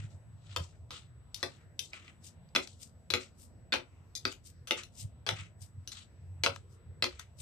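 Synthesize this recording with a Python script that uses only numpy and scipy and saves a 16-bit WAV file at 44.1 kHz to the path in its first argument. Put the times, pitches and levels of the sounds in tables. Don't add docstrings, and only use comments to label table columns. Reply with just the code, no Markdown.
import sys
import numpy as np
from scipy import signal
from scipy.fft import rfft, irfft, next_fast_len
from scipy.io import wavfile

SR = 44100
rng = np.random.default_rng(int(sys.argv[2]) if len(sys.argv) > 2 else 0)


def master_out(mix):
    frames = np.transpose(np.atleast_2d(mix))
    ceiling = np.clip(frames, -1, 1)
    pcm = np.round(ceiling * 32767).astype(np.int16)
    wavfile.write(sys.argv[1], SR, pcm)


N = 326781
STEP = 64


def from_db(db):
    return 10 ** (np.asarray(db) / 20)


def rms_one(x):
    return x / np.sqrt(np.mean(x ** 2) + 1e-20)


def at_hz(points, hz):
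    table = np.array(points)
    return np.interp(np.log(hz), np.log(table[:, 0]), table[:, 1])


def step_times():
    return np.arange(0, N + STEP, STEP) / SR


def spread(steps):
    return np.interp(np.arange(N) / STEP, np.arange(len(steps)), steps)


def drift(rate_hz):
    pole = np.exp(-2 * np.pi * rate_hz * 40 / SR)
    noise = rng.standard_normal(N // 40 + 2002)
    slow = signal.lfilter([1], [1, -2 * pole, pole * pole], noise)[2000:]
    return np.interp(np.arange(N) / 40, np.arange(len(slow)), rms_one(slow))


def filtered(x, order, cut_hz, kind):
    return signal.sosfilt(signal.butter(order, cut_hz, kind, fs=SR, output="sos"), x)


def shaped(x, gain):
    size = next_fast_len(N + 4096)
    hz = np.maximum(np.arange(size // 2 + 1) * SR / size, 1)
    return irfft(rfft(x, size) * gain(hz), size)[..., :N]


def bands(length):
    edges = 22 * 2 ** np.arange(0, 9.9, .5)
    white = rng.standard_normal((2, 2, length))
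    for k, (low, high) in enumerate(zip(edges, edges[1:])):
        yield np.sqrt(low * high), filtered(white[k % 2], 2, [low, high], "band")


HUSH_DB = -57.5
# frequency in Hz, relative density in dB per Hz.
HUSH_SPECTRUM = [(15, -47.5), (30, -31), (50, -9.5), (80, -1), (105, -1), (200, -14.5), (310, -22.5),
                 (680, -24), (940, -29.5), (3000, -39.5), (9000, -53), (10500, -49), (13000, -63),
                 (16000, -79)]
# frequency in Hz, left-right correlation (1 is identical).
HUSH_LIKENESS = [(60, 0.94), (180, 0.65), (550, 0.68), (1650, 0.033), (4970, 0.02), (15000, 0.063)]
# frequency in Hz, left over right in dB.
HUSH_LEAN = [(60, -0.5), (180, 0.5), (550, 1.5), (1650, 2.5), (4970, 1.5), (15000, 3.5)]


def hush():
    out = 0
    for hz, (mid, side) in bands(N):
        alike = at_hz(HUSH_LIKENESS, hz)
        half_lean_db = at_hz(HUSH_LEAN, hz) / 2
        pair = np.sqrt(1 + alike) * mid + np.sqrt(1 - alike) * side * [[1], [-1]]
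        level = from_db(at_hz(HUSH_SPECTRUM, hz) + 2.6 * drift(1.8))
        out = out + level * pair * from_db([[half_lean_db], [-half_lean_db]])
    return from_db(HUSH_DB) * rms_one(out)


HUM_DB, HUM_WAVER_DB = -63, 1
SWELL_RISE_DB_PER_S, SWELL_FALL_DB_PER_S = 420.5, 501
# time the top is reached in seconds, top level in dB before the
# waver, pitch in Hz about which it wanders, hold in seconds.
HUM_SWELLS = [(0.0, -41, 100.2, 0.053), (0.145, -46.5, 96.19, .003), (0.292, -55, 100.6, 0.065),
              (0.517, -46.5, 95.84, 0.0023), (0.613, -35, 84.9, 0.0028), (0.824, -50, 84.95, 0.022),
              (1.058, -52.5, 91.67, .003), (1.44, -56, 97, 0.024), (1.982, -65.5, 84, 0.032),
              (2.725, -64, 90.4, 0.024), (3.136, -41.5, 89.8, 0.0084), (4.0, -60.5, 90, 0.0079),
              (4.267, -51.5, 96.55, .005), (4.593, -56, 83.25, .02), (5.055, -38, 97, 0.0037),
              (5.327, -38, 97.54, .005), (5.412, -43, 100.1, 0.0024), (5.628, -47.5, 99.27, .01),
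              (5.781, -44.5, 89.8, 0.022), (6.244, -49.5, 92.4, 0.19), (6.507, -42, 91.6, 0.0022),
              (6.58, -53.5, 92.5, 0.023), (6.906, -43.5, 90.15, 0.0037), (7.033, -52.5, 92.7, .03),
              (7.405, -47.5, 83.7, .005)]


def hum():
    s, top_db, pitch_hz, hold_s = np.transpose(HUM_SWELLS)[:, :, None]
    late = step_times() - s
    below_db = SWELL_RISE_DB_PER_S * np.maximum(-late, 0)
    below_db = below_db + SWELL_FALL_DB_PER_S * np.maximum(late - hold_s, 0)
    swells = spread(from_db(top_db - below_db).sum(axis=0))
    level = swells + from_db(HUM_DB + HUM_WAVER_DB * drift(4.4))
    pitch_hz = np.interp(np.arange(N) / SR, s[:, 0], pitch_hz[:, 0])
    phase = 2 * np.pi * np.cumsum(pitch_hz + 3.4 * drift(11.6)) / SR
    phase = phase + (.18 + .1 * drift(3)) * np.array([[1], [-1]])
    tone = np.sin(phase) + 0.055 * np.sin(2 * phase)
    tone = tone + 0.36 * np.sin(1.4 * phase + 5.3 * drift(2.8))
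    return level * from_db(1.7 * drift(26)) * rms_one(tone) * from_db([[-.4], [.4]])


# frequency in Hz, rms level in dB before waver and lean.
WHINE_TONES = [(7877, -80), (11815, -96.5)]


def whine():
    t = np.arange(N) / SR
    tones = 0
    for hz, db in WHINE_TONES:
        level = from_db(db + 1.5 * drift(4)) * np.sqrt(2)
        tones = tones + level * np.sin(2 * np.pi * hz * t + .3 * drift(13))
    return tones * from_db([[3], [-4]])


ROOM_T60_S, TREBLE_T60_S, WALL_CUT_HZ = 0.19, 0.15, 2000


def echoes(count):
    t = np.arange(SR // 3) / SR
    mid, side = rng.standard_normal((count, 2, 1, len(t))).swapaxes(0, 1)
    side = filtered(side, 1, 250, "high")
    noise = mid + 0.91 * side * [[1], [-1]]
    dull = filtered(noise, 1, WALL_CUT_HZ, "low")
    tail = dull * from_db(-60 * t / ROOM_T60_S) + (noise - dull) * from_db(-60 * t / TREBLE_T60_S)
    lumps = np.repeat(rng.standard_normal((count, 1, len(t) // 100)), 100, axis=2)
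    tail = tail * (1 - np.exp(-t / 0.0018)) * from_db(2.0 * lumps)
    return tail / np.sqrt(np.sum(tail ** 2) / (2 * count))


STROKE_SPAN_DB = 30
STROKE_ROUNDNESS = 1.25
RASP_SAG_OCT_PER_S = 0.84
NOODLE_ECHO_DB = -10


def noodles(strokes, spectrum, grain_db, pivot_hz, rasp_db):
    s, top_db, brightness_db, rasp_hz, rise_s, fall_s = np.transpose(strokes)[:, :, None]
    late = step_times() - s
    distance = np.maximum(-late / rise_s, late / fall_s)
    levels_db = top_db - STROKE_SPAN_DB * distance ** STROKE_ROUNDNESS
    level = from_db(levels_db).sum(axis=0)
    loudest = levels_db.argmax(axis=0)
    brightness_db = brightness_db[loudest, 0]
    rasp_hz = rasp_hz * 2 ** (-RASP_SAG_OCT_PER_S * np.clip(late, 0, fall_s))
    rasp_hz = rasp_hz[loudest, np.arange(late.shape[1])]

    sizes_db = grain_db * np.minimum(rng.exponential(1, N), 5) + 2.2 * drift(60)
    grains = rng.standard_normal((3, N)) * from_db(sizes_db)
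    grains = grains[0] + 1.4 * grains[1:]
    grains = rms_one(shaped(grains, lambda hz: from_db(at_hz(spectrum, hz))))

    dry = 0
    edges = 500 * 2 ** np.arange(0, 5.1, .5)
    for low, high in zip(edges, edges[1:]):
        hz = np.sqrt(low * high)
        tilt_db = brightness_db * np.tanh(np.log2(hz / pivot_hz) / .5)
        peak_db = rasp_db * np.exp(-(np.log2(hz / rasp_hz) / 0.23) ** 2)
        band = filtered(grains, 2, [low, high], "band")
        flicker = from_db(1.6 * drift(30) - 3)
        dry = -dry + spread(level * from_db(tilt_db + peak_db)) * flicker * band
    echo = signal.fftconvolve(dry, echoes(count=1)[0], axes=1)[:, :N]
    return dry + from_db(NOODLE_ECHO_DB) * echo


# time of the top in seconds, top level in dB before colouring,
# brightness tilt in dB, starting centre of the rasp in Hz, rise in seconds, fall in seconds.
SLIDE_STROKES = [(0.0, -55, -5, 2080, .02, 0.12), (0.115, -71.5, 0.5, 1800, 0.058, 0.12),
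                 (0.53, -57.5, -3.5, 3100, 0.16, 0.11), (0.62, -60, 4, 2600, 0.04, 0.14),
                 (0.754, -75.5, -4, 1640, .1, 0.11), (0.934, -47.5, -2.5, 3570, 0.034, 0.13),
                 (1.388, -58.5, 0, 4300, .05, 0.24), (1.558, -67, -2, 2950, 0.29, 0.052),
                 (1.63, -72, -7.5, 1780, 0.15, 0.052), (1.84, -65.5, 12, 3350, 0.061, 0.12),
                 (1.94, -50.5, -6, 2670, 0.028, 0.133), (2.07, -61, -6.5, 2360, 0.16, 0.13),
                 (2.63, -53, 5.5, 2890, 0.024, 0.043), (2.68, -64, 6.5, 3600, 0.016, 0.15),
                 (3.21, -50.5, 0, 2450, 0.025, 0.1), (4.32, -54, 1, 3240, 0.14, .05),
                 (4.78, -42.5, -4, 2200, 0.03, 0.082), (5.34, -56.5, -6, 2800, .03, 0.12),
                 (5.4, -50, -5, 2500, 0.12, 0.11), (5.926, -47, 1, 4100, 0.019, .02),
                 (5.985, -50.5, -1, 3280, 0.1, 0.084), (6.55, -61.5, 2, 1450, 0.044, 0.1),
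                 (7.128, -60.5, -4, 2550, .1, 0.25), (7.194, -49, -3, 1800, 0.0092, 0.043)]
# frequency in Hz, relative density in dB per Hz.
SLIDE_SPECTRUM = [(470, -31.5), (800, -25), (1300, -6.5), (1640, -12.5), (3910, -6.5), (6000, -10),
                  (8130, -6.5), (9920, -34), (14200, -36.5), (15500, -65.5)]


def slides():
    return noodles(SLIDE_STROKES, SLIDE_SPECTRUM, grain_db=1.5, pivot_hz=3200, rasp_db=7.5)


SWISH_FALL_S = 0.079
# time of the top in seconds, top level in dB before colouring,
# brightness tilt in dB, starting centre of the rasp band in Hz, rise in seconds.
SWISH_STROKES = [(2.259, -47.5, 4.5, 5700, 0.046), (2.826, -46, 6.5, 6900, 0.044),
                 (3.42, -51.5, 11, 8100, 0.066), (4.463, -48, 8, 8000, 0.03),
                 (5.004, -43.5, 5.5, 5550, 0.075), (5.629, -53.5, 8, 7700, 0.048),
                 (6.73, -64, 6.5, 7460, .07), (7.41, -44.5, 6, 6340, 0.042)]
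# frequency in Hz, relative density in dB per Hz.
SWISH_SPECTRUM = [(1060, -38), (2300, -5), (3690, 0.5), (4430, -2), (4760, 3), (8670, -1.5), (10100, -22),
                  (13800, -18), (14700, -40), (15100, -77), (15800, -63)]


def swishes():
    tosses = [tuple(row) + (SWISH_FALL_S,) for row in SWISH_STROKES]
    return noodles(tosses, SWISH_SPECTRUM, grain_db=4.0, pivot_hz=8000, rasp_db=-3.0)


CHATTER_S, CRACK_SHARE = 0.001, 0.63
SPOT_DB, SPOT_WIDTH_OCT = 17.5, 0.42


def strike(modes, peak_db, spread_db, spot_hz):
    t = np.arange(SR // 8) / SR
    hz, level_db, t60 = np.transpose(modes)[:, :, None]
    luck = rng.standard_normal((len(peak_db), 2, len(modes), 1))
    rings = np.sin(2 * np.pi * hz * (1 + 0.022 * luck[:, 1]) * t) * from_db(level_db - 60 * t / t60)
    favour_db = SPOT_DB * np.exp(-(np.log2(hz / spot_hz[:, None, None]) / SPOT_WIDTH_OCT) ** 2)
    rings = np.sum(from_db(spread_db * luck[:, 0] + favour_db) * rings, axis=1)

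    contact = rng.standard_normal(rings.shape) * t / CHATTER_S * np.exp(-t / CHATTER_S)
    contact[:, round(CHATTER_S * SR)] += 2.2
    contact = filtered(contact, 3, 0.69 * hz.min(), "high")
    ringing = signal.fftconvolve(contact, rings, axes=1)[:, :len(t)]
    crack = filtered(contact, 2, [0.91 * hz.min(), min(0.94 * hz.max(), 11000)], "band")

    ringing = ringing / np.linalg.norm(ringing, axis=1, keepdims=True)
    crack = crack / np.linalg.norm(crack, axis=1, keepdims=True)
    size = np.sqrt(SR * np.mean(t60) / 30)
    return (ringing + CRACK_SHARE * crack) * size * from_db(peak_db)[:, None]


THUD_DB, LOW_RING_DB, THUD_FOLLOWS = -1.5, -1, 0.36
STICK_DB, UPPER_RING_DB, UPPER_FOLLOWS = -5, 6.5, 0.49
# nominal frequency in Hz, relative level in dB,
# 60 dB decay time in seconds.
BOWL_MODES = [(1050, -2, .014), (1300, 0, .014), (1550, -5, .01), (2050, -5, .012), (2390, 0, .028),
              (2540, 0, .028), (2900, -4, .01), (3180, -3, .012), (3610, 0, .014), (4050, 0, .014),
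              (4400, -3, .008), (4800, -1, .01), (5300, -6, .007)]
# nominal frequency in Hz, relative level in dB, decay in seconds.
STICK_MODES = [(6101, -5, 0.004), (6250, 21.5, 0.014), (6800, 11.5, 0.004), (8000, -18, 0.0027),
               (8750, -13.5, 0.0038), (8450, -22.5, 0.008), (8800, -30.5, 0.008), (11260, -52, 0.0018),
               (11700, -57, 0.0017), (13800, -30.5, 0.0026)]
# nominal frequency in Hz, relative level in dB, decay in seconds.
TABLE_MODES = [(266, -3, .11), (320, -7, .06), (369, 0, .1), (430, -5, .06), (494, -2, .09), (550, -3, .09),
               (600, -6, .06), (660, -3, .08), (770, -6, .06), (868, -5, .06)]
# time in seconds, relative level in dB, weight of the blow in dB,
# sharpness of the tip in dB, left-right lean in dB before a common offset, echo level in dB re the blow,
# pitch that the struck spot favours in Hz.
STICK_KNOCKS = [(0.5628, -28.5, 12, 12, 8, -1.8, 3570), (0.907, -41, 8.5, 9, 5, 2, 4470),
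                (1.3451, -44, -30, 27, 11, -3, 5000), (1.4295, -22.5, 1.5, 2, 8, -1.6, 3700),
                (1.7928, -33, -30, 21, 9.5, -2.5, 3100), (1.9335, -29.5, -25.5, -17, 1.5, -8, 2800),
                (2.0802, -39.5, -36, -31, 6, -12, 2800), (2.4895, -73.5, -4, 21, -4.5, -9, 5240),
                (2.551, -20.5, 2, -1, 7.5, 4, 3130), (2.561, -14, -1.6, 1, 4, -5, 3720),
                (2.6745, -48.5, 4, 14, 12, -12, 5400), (3.1035, -28.5, 3, 11.5, 10, -1.5, 4480),
                (3.138, -16, -0.3, -3.5, 7.5, -1, 4060), (3.7231, -25, 2, -1.5, 4, 7.5, 4050),
                (3.7386, -20, 4.5, -3.5, 11, -0.2, 2830), (4.1526, -46.5, -14.5, 29.5, 7.5, 3, 4320),
                (4.2528, -19.5, 3, -1.5, 7.5, -3, 4630), (4.3249, -44, -5, 14.5, 8, -3.5, 2920),
                (4.6729, -49.5, 8, 23.5, 7.5, 7.5, 3020), (4.7093, -14, -4.5, -9.5, 6.5, -1.5, 3650),
                (4.8348, -48, 0, 19.5, 7, -3, 3720), (5.2653, -32.5, 7.5, 5, 7.5, 5.5, 4030),
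                (5.2899, -20, 3, 2.5, 7, -2.5, 3760), (5.8754, -52, 6.5, 33.5, 6, -0.5, 4030),
                (5.9188, -47, -19, 21.5, 7, -3, 3980), (6.4369, -15.5, -10, -6.5, 7, 0.5, 4500),
                (6.4624, -16, 5, -3.5, 8, -3.5, 3900), (6.5614, -50.5, 22, 19.5, 8, -16, 3520),
                (7.0245, -15.5, -5, -4, 6, -1.7, 4500), (7.0419, -21, 1.5, 3.5, 5.5, -3.5, 4040),
                (7.1956, -54, 19, 31.5, 11, -8, 3430)]


def knocks():
    s, peak_db, weight_db, tip_db, lean_db, echo_db, spot_hz = np.transpose(STICK_KNOCKS)
    low, middle, upper = np.split(BOWL_MODES, [3, 6])
    upper_db = peak_db + UPPER_RING_DB + UPPER_FOLLOWS * tip_db
    blows = strike(low, peak_db + LOW_RING_DB + weight_db, spread_db=2.0, spot_hz=spot_hz)
    blows = blows - strike(middle, peak_db, spread_db=6.5, spot_hz=spot_hz)
    blows = blows + strike(upper, upper_db, spread_db=1.0, spot_hz=spot_hz)
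    blows = blows - strike(STICK_MODES, peak_db + STICK_DB + tip_db, spread_db=7.5, spot_hz=spot_hz)

    t = np.arange(blows.shape[1]) / SR
    thud_db = peak_db + THUD_DB + THUD_FOLLOWS * weight_db
    thud = strike(TABLE_MODES, thud_db, spread_db=0.0, spot_hz=spot_hz)
    thud = thud * (1 - np.exp(-t / 0.0068)) * np.cos(np.pi * t / t[-1] / 2)

    heard = signal.fftconvolve((blows + 1.3 * thud)[:, None], echoes(count=len(s)), axes=2)
    heard = heard * from_db(echo_db)[:, None, None]
    heard[:, :, :len(t)] += (blows + thud)[:, None]
    length = heard.shape[2]
    out = np.zeros((2, N + length))
    starts = ((s - CHATTER_S) * SR).astype(int)
    for at, blow, lean in zip(starts, heard, lean_db - 7.0):
        out[:, at:at + length] += blow * from_db([[lean / 2 - 6.5], [-lean / 2 - 6.5]])
    return filtered(out[:, :N], 2, 190, "high")


# frequency in Hz, left over right in dB.
PORT_LEAN = [(100, 0), (300, 4), (1000, 2), (2400, 3), (5000, 5.5), (8000, 9), (13000, 12)]
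# frequency in Hz, lead of the left in radians.
PORT_LEAD = [(100, .2), (300, 0.12), (1000, 0.38), (2400, 1.9), (5000, 0.43), (13000, 4.2)]


def ports(x):
    side = np.array([[.5], [-.5]])

    def gain(hz):
        return from_db(side * at_hz(PORT_LEAN, hz)) * np.exp(1j * side * at_hz(PORT_LEAD, hz))

    return shaped(x, gain)


def scene():
    background = hush() + hum() + whine()
    return background + ports(slides() + swishes() + knocks())


def record(dry):
    faded = filtered(dry, 4, 14600, "low")
    return signal.sosfilt(signal.cheby2(12, 70, 16400, fs=SR, output="sos"), faded)


dry = scene()
out = record(dry)
master_out(out)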